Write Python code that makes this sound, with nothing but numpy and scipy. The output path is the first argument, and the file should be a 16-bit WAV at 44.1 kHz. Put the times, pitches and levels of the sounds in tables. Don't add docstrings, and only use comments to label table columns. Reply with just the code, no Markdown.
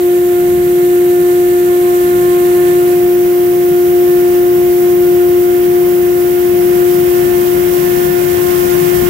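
import sys
import numpy as np
from scipy import signal
from scipy.fft import rfft, irfft, next_fast_len
from scipy.io import wavfile

SR = 44100
rng = np.random.default_rng(int(sys.argv[2]) if len(sys.argv) > 2 else 0)


def pcm_store(signal):
    levels = np.round(np.clip(np.atleast_2d(signal), -1, 1) * 32767)
    wavfile.write(sys.argv[1], SR, levels.astype(np.int16).T)


N = 400869

# time in seconds, place from 0 (inside) to 1 (outside).
LISTENER_PLACE = [(0, 0), (2.75, 0.0072), (3.05, 0.86), (9.09, 1)]
# time in seconds, strength in dB.
BIN_STRENGTH = [(0.0, -27.5), (1.75, -26), (2.2, -25), (2.7, -24.5), (3.2, -27.5), (4.3, -26.5), (4.8, -27),
                (5.0, -27.0), (5.95, -26.5), (6.35, -26.5), (6.8, -24.5), (7.65, -23.5), (8.0, -21.5),
                (8.15, -23.5), (8.5, -22), (9.05, -21.0)]
# frequency in Hz, likeness (1 same, -1 opposite).
EAR_LIKENESS = [(30, .55), (90, .42), (170, .85), (280, .65), (560, .5), (700, .2), (900, .12), (1250, -.3),
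                (1750, -.1), (2200, .3), (4000, .08), (7000, 0)]

# frequency in Hz, left and right base level in dB per Hz.
AIR_SPECTRUM = [(20, -67.3, -65), (40, -61, -54), (57.4, -52, -58), (70, -50.5, -53.5), (131, -53.5, -49),
                (170, -48, -46.5), (213, -53.5, -51.5), (265, -54.5, -53.5), (386, -56.5, -54.5),
                (458, -58.5, -62), (511, -54, -59), (717, -77, -55.5), (860, -81, -71)]
# pitch in Hz, width in Hz, base level in dB.
AIR_RESONANCES = [(162, 11, -37), (513, 12, -47.5), (871, 6.5, -55)]
# time in seconds, half length in seconds, boost in dB.
RUMBLE_SURGES = [(0.555, 0.15, 5.5), (7.26, 0.11, 2.5), (9.06, 0.086, 4.5)]

# time in seconds, level in dB.
BLADE_LEVEL = [(0.0, -11), (0.05, -8.5), (0.6, -9.2), (0.9, -7.5), (2.1, -8.5), (2.55, -7.5), (3.55, -8.5),
               (4.05, -7), (4.75, -7.4), (5.2, -6.5), (5.55, -7.6), (5.85, -7.0), (6.25, -8.5),
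               (6.75, -6.5), (7.2, -7.3), (8.15, -8.5), (8.95, -7), (9.05, -8.2)]
# time in seconds, lead of the blade tone in radians, lead of its octave in radians.
RIGHT_EAR_LEAD = [(0, .38, .4), (2, .42, .1), (4, .62, 0), (6.2, .65, -.2), (6.7, .72, -2.6),
                  (8, .83, -3.3), (9.09, .85, -3.5)]
# time in seconds, half width in seconds, share of the tone that remains at the centre.
BLADE_DIPS = [(9.84, 4.5, .03)]
OCTAVE_DIPS = [(1.2, 1.9, 0.49), (6.55, 2.1, .08)]
# multiple of the blade rate, right ear's base level in dB, extra dB inside,
# dB gained per dB of swell, left ear against right in dB, left ear's lag in radians.
BUZZ_HARMONICS = [(3, -37, -1, 0.5, -7, -2.5), (4, -38.5, 2.5, 1.23, -7, -2.5),
                  (5, -39.5, 5.5, 1.7, -12.5, 2.5), (6, -43, 0.5, 1.46, -12, 1.3)]
# multiple of the blade rate, dB against the sixth harmonic.
TOP_HARMONICS = [(7, -6.5), (8, -6), (9, -10), (10, -13), (11, -18), (12, -17)]
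# time in seconds, half length in seconds, multiple of the blade rate, boost in dB.
BUZZ_LOUD_SPOTS = [(1.3, .25, 5, 1), (2.15, 0.52, 3, 8), (4.2, 0.23, 4, 1.5), (4.2, .3, 5, 6.5),
                   (5.6, 0.5, 3, 2), (6.8, .13, 4, 2), (8.652, 0.28, 3, 7)]
# multiple of the shaft's turning rate, level in dB.
SHAFT_TONES = [(1, -49), (3, -43), (5, -42), (7, -49), (11, -57.5)]

# frequency in Hz, left and right base level in dB per Hz.
INSIDE_SPECTRUM = [(920, -63.5, -68.5), (1170, -68.5, -66), (1470, -69.5, -63.5), (2000, -68, -63.5),
                   (2430, -73, -66), (3300, -76.2, -66), (4100, -77.5, -67), (5060, -76.5, -71.5),
                   (6000, -77.5, -68), (7900, -69.5, -66), (9300, -77, -66), (11030, -64, -65.5),
                   (13460, -57, -55), (15600, -58, -54)]
OUTSIDE_SPECTRUM = [(885, -64.5, -62), (1200, -69, -63), (1420, -66.5, -63), (1900, -68, -61.5),
                    (2380, -75, -66), (3200, -74, -65), (4170, -74, -72), (5330, -74.5, -67.5),
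                    (7560, -72, -70), (9050, -75, -68), (10640, -70, -68.0), (11630, -62, -63),
                    (13300, -61, -59.5), (15500, -61, -53)]
# gain in dB, extra dB inside, dB gained per dB of swell, wobble from clumps in dB.
CORN_BANDS = [(0.67, -0.3, 0.85, .5), (-1.16, -0.9, 0.9, 0.58), (-4.5, -5.3, 0.3, .38)]

BLADE_HZ, BLADES = 354.66, 6
KERNELS_PER_S, STRAY_KERNELS_PER_S = 40000, 120
CUTOFF_HZ = 15720
TIME_S = np.arange(N) / SR


def from_db(db):
    return 10 ** (np.asarray(db) / 20)


def rms_one(x):
    return x / np.sqrt(np.mean(np.abs(x) ** 2) + 1e-20)


def in_time(rows):
    seconds, *columns = np.transpose(rows)
    return np.array([np.interp(TIME_S, seconds, c) for c in columns])


def at_hz(rows, log_hz):
    hz, *columns = np.transpose(rows)
    return np.array([np.interp(log_hz, np.log(hz), c) for c in columns])


def bump(centre_s, half_s):
    return np.exp(-((TIME_S - centre_s) / half_s) ** 2)


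def drift(rate):
    step = 40
    r = np.exp(-2 * np.pi * step * rate / SR)
    slow = signal.lfilter([1], [1, -2 * r, r * r], rng.standard_normal(N // step + 2002))[2000:]
    return np.interp(np.arange(N) / step, np.arange(len(slow)), rms_one(slow))


def cut(x, hz, kind, order=4):
    return signal.sosfilt(signal.butter(order, hz, kind, fs=SR, output="sos"), x)


def split(x, hz):
    return cut(cut(x, hz, "low"), hz, "low"), cut(cut(x, hz, "high"), hz, "high")


def colour(noise, spectrum):
    size = next_fast_len(N)
    log_hz = np.log(np.maximum(np.arange(size // 2 + 1) * SR / size, 1))
    alike = np.clip(at_hz(EAR_LIKENESS, log_hz), -1, 1)
    mid, side = rfft(noise, size)
    ears = np.sqrt((1 + alike) / 2) * mid + np.sqrt((1 - alike) / 2) * side * [[1], [-1]]
    return irfft(ears * from_db(at_hz(spectrum, log_hz)), size)[:, :N] * np.sqrt(SR / 2)


def inside_share():
    return 1 - np.clip(in_time(LISTENER_PLACE)[0], 0, 1)


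def heard_db(level_db, inside_db, follows):
    strength_db = in_time(BIN_STRENGTH)[0]
    swell_db = strength_db - strength_db.mean()
    return level_db + inside_db * inside_share() + follows * swell_db


def air_resonance(hz, width_hz, level_db):
    r = np.exp(-np.pi * width_hz / SR)
    feedback = [1, -2 * r * np.cos(2 * np.pi * hz / SR), r * r]
    ringing = signal.lfilter([1, 0, -1], feedback, rng.standard_normal(N))
    return from_db(level_db) * rms_one(ringing)


def fan_air():
    air, _ = split(colour(rng.standard_normal((2, N)), AIR_SPECTRUM), hz=990)
    ringing = sum(air_resonance(*row) for row in AIR_RESONANCES)
    deep, upper = split(air + ringing, hz=308)
    rumble_db = heard_db(level_db=-0.85, inside_db=-2.3, follows=0.94)
    surge_db = sum(boost_db * bump(s, half_s) for s, half_s, boost_db in RUMBLE_SURGES)
    return deep * from_db(rumble_db + surge_db) + upper * from_db(0.47 * rumble_db)


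def flutter(depth, rate):
    return 1 + depth * (drift(rate) + 1j * drift(rate))


def standing_wave(quiet_spots):
    dips = [np.sqrt(rest ** 2 + (1 - rest ** 2) * np.tanh((TIME_S - s) / half_s) ** 2)
            for s, half_s, rest in quiet_spots]
    return np.prod(dips, axis=0)


def overtone(multiple, phase, level_db, left_db, left_lag):
    left = from_db(left_db) * np.exp(-1j * left_lag) * flutter(depth=0.54, rate=5.7)
    right = flutter(depth=0.16, rate=4.0)
    shared = flutter(depth=0.047 * multiple, rate=14)
    return np.array([left, right]) * from_db(level_db) * np.exp(1j * multiple * phase) * shared


def blade_buzz(phase):
    buzz = 0
    for multiple, level_db, inside_db, follows, left_db, left_lag in BUZZ_HARMONICS:
        buzz_db = heard_db(level_db, inside_db, follows)
        spots_db = sum(boost_db * bump(s, half_s)
                       for s, half_s, harmonic, boost_db in BUZZ_LOUD_SPOTS if harmonic == multiple)
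        buzz += overtone(multiple, phase, buzz_db + spots_db, left_db, left_lag)
    sixth_db = buzz_db
    for multiple, relative_db in TOP_HARMONICS:
        buzz += overtone(multiple, phase, sixth_db + relative_db, left_db=-9.5, left_lag=0)
    return buzz


def shaft_hum(phase):
    return sum(from_db(level_db) * np.exp(1j * multiple * phase / BLADES) * flutter(depth=0.21, rate=2)
               for multiple, level_db in SHAFT_TONES)


def octave_tone(phase, right_lead):
    left = from_db(-31) * standing_wave(OCTAVE_DIPS)
    right = from_db(-25) * np.exp(1j * right_lead)
    swell = from_db(heard_db(level_db=0, inside_db=0, follows=0.64))
    return np.array([left, right]) * swell * np.exp(2j * phase) * flutter(depth=0.11, rate=6.6)


def blade_tone(phase, right_lead):
    right = from_db(-0.7) * standing_wave(BLADE_DIPS) * np.exp(1j * right_lead)
    tone = from_db(in_time(BLADE_LEVEL)) * np.exp(1j * phase) * flutter(depth=0.031, rate=18)
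    return np.array([np.ones(N), right]) * tone


def fan_drone():
    phase = 2 * np.pi * np.cumsum(BLADE_HZ + 0.12 * drift(rate=1)) / SR
    blade_lead, octave_lead = in_time(RIGHT_EAR_LEAD)
    tones = blade_buzz(phase) + shaft_hum(phase)
    tones += blade_tone(phase, blade_lead) + octave_tone(phase, octave_lead)
    return np.sqrt(2) * np.real(tones)


def kernel_clicks(per_s, spread_db):
    lands = rng.random((2, N)) < per_s / SR
    force = rng.standard_normal((2, N)) * from_db(spread_db * rng.standard_normal((2, N)))
    return rms_one(lands * force)


def stray_kernels():
    clicks = kernel_clicks(STRAY_KERNELS_PER_S, spread_db=1.0)
    ticks = cut(cut(clicks, 2800, "high", order=2), 9000, "low", order=2)
    fade_in = np.clip((TIME_S - 6.1) / 2, 0, 1)
    return rms_one(ticks) * from_db(-39) * fade_in


def falling_corn():
    clicks = kernel_clicks(KERNELS_PER_S, spread_db=0.5)
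    inside = inside_share()
    stream = inside * colour(clicks, INSIDE_SPECTRUM) + (1 - inside) * colour(clicks, OUTSIDE_SPECTRUM)
    rush, bright = split(cut(stream, 854, "high", order=5), hz=3620)
    hiss, sizzle = split(bright, hz=12700)
    corn = 0
    for band, (gain_db, inside_db, follows, clump_db) in zip((rush, hiss, sizzle), CORN_BANDS):
        wobble_db = clump_db * drift(rate=11)
        corn += band * from_db(heard_db(gain_db, inside_db, follows) + wobble_db)
    return corn


def scene():
    return fan_drone() + fan_air() + falling_corn() + stray_kernels()


def record(dry):
    low_pass = signal.ellip(12, 0.1, 90, CUTOFF_HZ, fs=SR, output="sos")
    return np.clip(signal.sosfilt(low_pass, dry), -0.95, 0.95)


dry = scene()
out = record(dry)
pcm_store(out)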